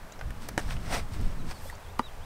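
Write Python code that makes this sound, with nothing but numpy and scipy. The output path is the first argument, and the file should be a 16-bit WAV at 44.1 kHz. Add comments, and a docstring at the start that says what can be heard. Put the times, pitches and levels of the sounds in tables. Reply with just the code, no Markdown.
"""Someone closes up a nylon backpack on a sandy river bank.
From the start the river washes steadily and wind rumbles on the microphone. A small bird begins
to whistle far off, little fittings tick and hands rub the cloth. A plastic buckle snaps, then
a zip is pulled in one quick stroke, its teeth clicking. A strap hisses through the fingers,
and at last a second buckle knocks shut while the bird sings on."""
import sys
import numpy as np
from scipy import signal
from scipy.fft import rfft, irfft
from scipy.io import wavfile

SR = 44100
rng = np.random.default_rng(int(sys.argv[2]) if len(sys.argv) > 2 else 0)


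def put_to_file(sound):
    """Save the sound as 16-bit audio at rate SR, in the file named by the first command-line argument."""
    columns = np.atleast_2d(sound).T  # one column per channel
    safe = np.clip(columns, -1, 1)
    whole_steps = np.round(safe * 32767)
    wavfile.write(sys.argv[1], SR, whole_steps.astype(np.int16))


N = 99225
TIME = np.arange(N) / SR


def from_db(db):
    """Turn decibels into a number to multiply a sound by."""
    return 10 ** (np.asarray(db) / 20)


def unit_power(x):
    """Scale a sound so that its average power is one."""
    return x / np.sqrt(np.mean(x ** 2) + 1e-20)


def level(points):
    """Join (time [s], level [dB]) points into a volume curve that holds its end values."""
    times, db = np.transpose(points)
    return from_db(np.interp(TIME, times, db))


def coloured(x, colour):
    """Shape a sound's lows and highs with (frequency [Hz], level [dB]) points; power is one."""
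    hz, db = np.transpose(colour)
    freqs = np.maximum(np.arange(N // 2 + 1) * SR / N, 1)
    gain = from_db(np.interp(np.log(freqs), np.log(hz), db))
    bass_cut = np.minimum(freqs / hz[0], 1) ** 2
    return unit_power(irfft(rfft(x) * gain * bass_cut, N))


def band_noise(low_hz, high_hz):
    """Noise between two frequencies; power is one."""
    band = signal.butter(2, [low_hz, high_hz], "band", fs=SR, output="sos")
    return unit_power(signal.sosfilt(band, rng.standard_normal(N)))


def dying(start, fade_s):
    """A volume curve that jumps to one, then drops 60 dB over the fade time."""
    return (TIME >= start) * from_db(-60 * np.clip((TIME - start) / fade_s, 0, 2))


# The tone of the water: (frequency [Hz], relative level [dB])
RIVER_COLOUR = [(120, -59), (200, -24.5), (300, -6.5), (420, -3), (620, -2), (890, -2), (1330, -6),
                (1600, -7), (2100, -11.5), (2700, -14.5), (3800, -19), (5400, -20.5), (7000, -22),
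                (8800, -23), (10700, -25.5), (13000, -25.5), (15500, -28.5)]

def river(level_db=-50.5):
    """Running water makes an even wash of noise."""
    return from_db(level_db) * coloured(rng.standard_normal(N), RIVER_COLOUR)


# How the rumble rises and falls: (time [s], relative level [dB])
GUST_LEVELS = [(0.0, -42.5), (0.1, -48), (0.28, -29.5), (0.34, -40.5), (0.51, -38), (0.53, -36.5),
               (0.76, -27.5), (0.79, -37), (1.16, -30.5), (1.25, -23.5), (1.31, -33.5), (1.5, -36),
               (1.55, -42.5), (1.67, -38), (1.81, -46), (1.92, -37.5), (2.02, -45.5), (2.25, -39)]
# The tone of the rumble: (frequency [Hz], relative level [dB])
WIND_COLOUR = [(15, 6.5), (25, -4), (40, -6.5), (60, -10), (80, -9), (120, -16), (230, -26.5), (300, -34),
               (400, -77)]
# How the flutter rises and falls: (time [s], relative level [dB])
FLUTTER_LEVELS = [(0, -51.5), (.1, -54), (.35, -46), (.53, -42.5), (.65, -44.5), (.85, -41), (.97, -35),
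                  (1.03, -46.5), (1.19, -37.5), (1.34, -43), (1.43, -36.5), (1.55, -51.5), (1.9, -65.5),
                  (2.25, -56.5)]

def wind(rumble_db=1, flutter_db=-3.5, rumble_top_hz=241):
    """Gusts hit the microphone with a deep rumble; strong ones also flutter higher up."""
    keep_lows = signal.butter(2, rumble_top_hz, fs=SR, output="sos")
    rumble = level(GUST_LEVELS) * signal.sosfilt(keep_lows, coloured(rng.standard_normal(N), WIND_COLOUR))
    flutter = level(FLUTTER_LEVELS) * band_noise(low_hz=111, high_hz=258)
    return from_db(rumble_db) * rumble + from_db(flutter_db) * flutter


# The bird's notes:
# (start [s], length [s], first pitch [Hz], middle pitch [Hz], last pitch [Hz], level [dB])
BIRD_NOTES = [(0.113, 0.036, 3390, 3950, 4000, -56), (0.387, 0.056, 3450, 3300, 3450, -65),
              (1.379, 0.047, 4430, 3960, 3800, -57.5), (1.532, 0.066, 4750, 4400, 4200, -56),
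              (1.656, .055, 3520, 3450, 4390, -54.5), (1.7, 0.069, 4500, 4470, 4830, -57),
              (1.824, 0.058, 3950, 3400, 3110, -60.5), (1.861, 0.064, 3100, 3520, 4140, -60),
              (2.021, 0.07, 3720, 3860, 3170, -47), (2.073, 0.044, 3600, 3220, 3040, -58),
              (2.202, 0.055, 3080, 3280, 4440, -56)]

def bird():
    """Each note is a pure whistle that swells and fades as it glides through three pitches."""
    song = np.zeros(N)
    for start, length, first, middle, last, db in BIRD_NOTES:
        progress = np.clip((TIME - start) / length, 0, 1)
        glide = np.polyfit([0, .5, 1], [first, middle, last], 2)
        hz = np.polyval(glide, progress)
        swell = np.sin(np.pi * progress)
        song += from_db(db) * swell * np.sin(2 * np.pi * np.cumsum(hz) / SR)
    return song


def rough_ring(start, hz, count=7, spread=0.131, fade_s=0.024):
    """Several close tones die away together: a dry tick with only a hint of pitch."""
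    offsets = np.linspace(-1, 1, count) + rng.uniform(-1, 1, count) / count
    pitches = hz * (1 + spread * offsets)
    phases = rng.random(count)
    age = np.arange(SR // 10) / SR
    tones = sum(np.sin(2 * np.pi * (pitch * age + phase)) for pitch, phase in zip(pitches, phases))
    decay = from_db(-60 * age / fade_s)
    burst = unit_power(tones * decay) * np.sqrt(np.mean(decay ** 2) / 2)  # as strong as one fading tone
    return np.pad(burst, (int(start * SR), N))[:N]


# Small fittings ticking: (time [s], ring pitch [Hz], ring level [dB], tap level [dB], edge level [dB])
FITTING_TICKS = [(0.122, 6650, -41, -44, -54), (0.192, 5900, -46, -41.5, -57),
                 (0.2114, 2010, -40.5, -33, -56), (0.306, 1620, -38.5, -42, -48),
                 (0.486, 12300, -37, -42, -42.5), (0.488, 5700, -37.5, -35, -36),
                 (0.592, 9400, -41, -36, -58), (.599, 6230, -41, -39, -53), (.69, 1580, -35.5, -52, -62),
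                 (.708, 2830, -31, -37, -52), (0.766, 2980, -39.5, -39.5, -58),
                 (1.086, 9300, -57, -58, -54.5), (1.136, 5000, -44, -60, -53), (1.213, 8700, -48, -59, -48),
                 (1.511, 5300, -37.5, -36.5, -63), (1.657, 517, -35.5, -56, -65),
                 (1.6985, 1900, -32, -63, -46), (1.727, 940, -35.5, -48, -66),
                 (1.752, 6700, -48.5, -55, -60), (2.084, 2850, -46, -68, -68)]

def ticks():
    """Zip pulls and strap ends tick, and the first buckle's parts rattle as it snaps, each with a short ring, a
    dull tap and a bright edge."""
    tap = band_noise(low_hz=420, high_hz=1760)
    edge = band_noise(low_hz=2900, high_hz=13000)
    sound = np.zeros(N)
    for start, hz, ring_db, tap_db, edge_db in FITTING_TICKS:
        sound += from_db(ring_db) * rough_ring(start, hz)
        sound += from_db(tap_db) * tap * dying(start, fade_s=0.035)
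        sound += from_db(edge_db) * edge * dying(start, fade_s=0.019)
    return sound


def clicks(per_s, spread_db):
    """Tiny clicks of uneven size at random moments."""
    sizes = from_db(spread_db * np.minimum(rng.exponential(1, N), 4))
    signs = rng.choice([-1, 1], N)
    return sizes * signs * (rng.random(N) < per_s / SR)


# How loudly the hands rub: (time [s], relative level [dB])
RUB_LEVELS = [(.39, -62), (.43, -46), (.48, -54), (.53, -56), (.575, -67), (.595, -45), (.655, -49.5),
              (.69, -46), (.725, -41), (.76, -53), (.81, -54), (1.1, -59), (1.14, -44.5), (1.17, -50.5),
              (1.22, -50.5), (1.27, -50.5), (1.44, -58), (1.515, -41), (1.535, -53), (1.7, -55),
              (1.79, -60)]
# The tone of the nylon: (frequency [Hz], relative level [dB])
CLOTH_COLOUR = [(200, -26), (600, 3), (1600, -2), (3000, -6), (5400, -7.5), (7000, -14.5), (8000, -9.5),
                (9400, -11.5), (10600, -25), (12800, -17.5), (16000, -27)]

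def cloth(gain_db=-1.5):
    """Nylon threads catch and slip under the hands, and their clicks blur into a rustle."""
    rustle = coloured(clicks(per_s=5000, spread_db=3), CLOTH_COLOUR)
    return from_db(gain_db) * level(RUB_LEVELS) * rustle


def ringing_plastic(hits, tones, tone_factor, longest_lag_s=0.0004):
    """Every hit sets the plastic's own tones ringing, the low ones a little late."""
    lags = longest_lag_s * np.linspace(1, 0, len(tones)) ** 2
    sound = np.zeros(N)
    for hit_time, hit_db in hits:
        for k, (hz, tone_db, fade_s) in enumerate(tones):
            start = hit_time + lags[k]
            strength = from_db(hit_db + tone_db) * tone_factor ** k
            sound += strength * dying(start, fade_s) * np.sin(2 * np.pi * hz * (TIME - start))
    return sound


# The first buckle's parts hit each other: (time [s], relative level [dB])
SNAP_HITS = [(.5782, -1.5), (.5805, -38), (.5921, -19), (.5946, -17)]
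# The tones it rings with: (pitch [Hz], relative level [dB], fade time [s])
SNAP_TONES = [(240, -57, 0.033), (336, -22.5, 0.059), (594, -22.5, 0.041), (778, -16, 0.021),
              (893, -16.5, 0.022), (1516, -23, 0.032), (1686, -12, .014), (1790, -14, 0.018),
              (2150, -16, 0.015), (2980, -23.5, 0.025), (3880, -35, 0.047), (5640, -47, .02),
              (8200, -18.5, 0.0093), (9500, -28, 0.025)]

def buckle_snap():
    """The first buckle snaps: one hard hit, then three lighter ones."""
    return ringing_plastic(SNAP_HITS, SNAP_TONES, tone_factor=0.92)


# The latches of both buckles cracking: (time [s], level [dB], fade time [s])
LATCH_CRACKS = [(.578, -22.5, 0.0036), (0.581, -38.5, 0.075), (1.9907, -38.5, 0.044)]

def latch_cracks():
    """A latch gives a bright burst of noise as it slips into place."""
    bursts = sum(from_db(db) * dying(start, fade_s) for start, db, fade_s in LATCH_CRACKS)
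    return bursts * band_noise(low_hz=1200, high_hz=8300)


# The zip's loudness, which follows its speed: (time [s], relative level [dB])
ZIP_LEVELS = [(.8, -58.5), (.86, -44.5), (.895, -40.5), (.915, -34.5), (.929, -30), (.94, -30), (.947, -28),
              (.958, -32.5), (.975, -34.5), (.997, -38.5), (1.013, -47.5), (1.06, -57)]
# The tone of its teeth and tape: (frequency [Hz], relative level [dB])
ZIP_STROKE_COLOUR = [(180, -32), (300, -5.5), (720, 3), (950, -2.5), (1400, -1.5), (1720, -6.5), (1950, -1),
                     (2400, -6), (3100, -9.5), (4400, -11), (5700, -10.5), (6900, -19), (7900, -14),
                     (9000, -13), (9900, -19), (10600, -28), (12000, -25), (13500, -22), (15500, -31)]

def zip_stroke(top_teeth_per_s=2400, teeth_db=-3, hiss_db=-3.5):
    """Teeth click faster and louder as the slider speeds up, over the hiss of the tape."""
    moving = (TIME > ZIP_LEVELS[0][0]) & (TIME < ZIP_LEVELS[-1][0])
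    loudness = level(ZIP_LEVELS) * moving
    speed = np.sqrt(loudness / loudness.max())  # 0 at rest, 1 at its fastest
    teeth = coloured(clicks(top_teeth_per_s * speed, spread_db=-0.5), ZIP_STROKE_COLOUR)
    teeth *= np.sqrt(speed.mean())  # power is about one at top speed
    hiss = coloured(rng.standard_normal(N), ZIP_STROKE_COLOUR)
    return loudness * (from_db(teeth_db) * teeth + from_db(hiss_db) * hiss)


# How loudly the strap slides: (time [s], level [dB])
STRAP_LEVELS = [(1.42, -86), (1.48, -68), (1.58, -60.5), (1.69, -54.5), (1.73, -68), (1.78, -82)]
# The tone of the woven strap: (frequency [Hz], relative level [dB])
STRAP_COLOUR = [(1500, -15), (5000, 3.5), (7000, -1), (9000, 5), (10700, -6), (13000, -4), (16000, -19)]

def strap(sizzle_time_s=1.655, sizzle_width_s=0.045, sizzle_db=-58):
    """A strap slides through the fingers with a thin hiss that brightens near the end of the pull."""
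    swell = np.exp(-((TIME - sizzle_time_s) / sizzle_width_s) ** 2)
    sizzle = swell * band_noise(low_hz=11200, high_hz=14100)
    hiss = level(STRAP_LEVELS) * coloured(rng.standard_normal(N), STRAP_COLOUR)
    return hiss + from_db(sizzle_db) * sizzle


# The second buckle's parts hit each other: (time [s], relative level [dB])
KNOCK_HITS = [(1.9932, -6), (1.9974, -18.5)]
# The tones it rings with: (pitch [Hz], relative level [dB], fade time [s])
KNOCK_TONES = [(238, -16, 0.044), (360, -21.5, 0.046), (427, -24, 0.041), (546, -22, 0.025),
               (828, -13, 0.029), (958, -9, 0.017), (1206, -11, 0.017), (1470, -21, 0.014),
               (1930, -23.5, 0.018), (2240, -32, .02), (2910, -30, 0.016), (3230, -37, .018),
               (4080, -32.5, 0.01), (4800, -34.5, 0.017)]

def buckle_knock():
    """The second buckle knocks shut; the minus sign flips every other tone, softening the start."""
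    return ringing_plastic(KNOCK_HITS, KNOCK_TONES, tone_factor=-1.037)


def bank_echo(sound, echo_db=-21.5, delay_s=0.007):
    """Sand and bushes scatter back a brief, dull echo."""
    scatter = band_noise(low_hz=290, high_hz=5400) * dying(delay_s, fade_s=0.051)
    scatter /= np.sqrt(np.sum(scatter ** 2))
    return from_db(echo_db) * signal.fftconvolve(sound, scatter)[:N]


def scene():
    """The backpack and its echo, the bird, the river and the wind, all in one channel."""
    pack = ticks() + cloth() + buckle_snap() + latch_cracks() + zip_stroke() + strap() + buckle_knock()
    return (pack + bank_echo(pack) + bird() + river() + wind())[None]


def record(dry):
    """Cut away the very highest treble steeply."""
    cutoff_hz = 15720
    return signal.sosfilt(signal.ellip(12, .1, 80, cutoff_hz, fs=SR, output="sos"), dry)


dry = scene()
out = record(dry)
put_to_file(out)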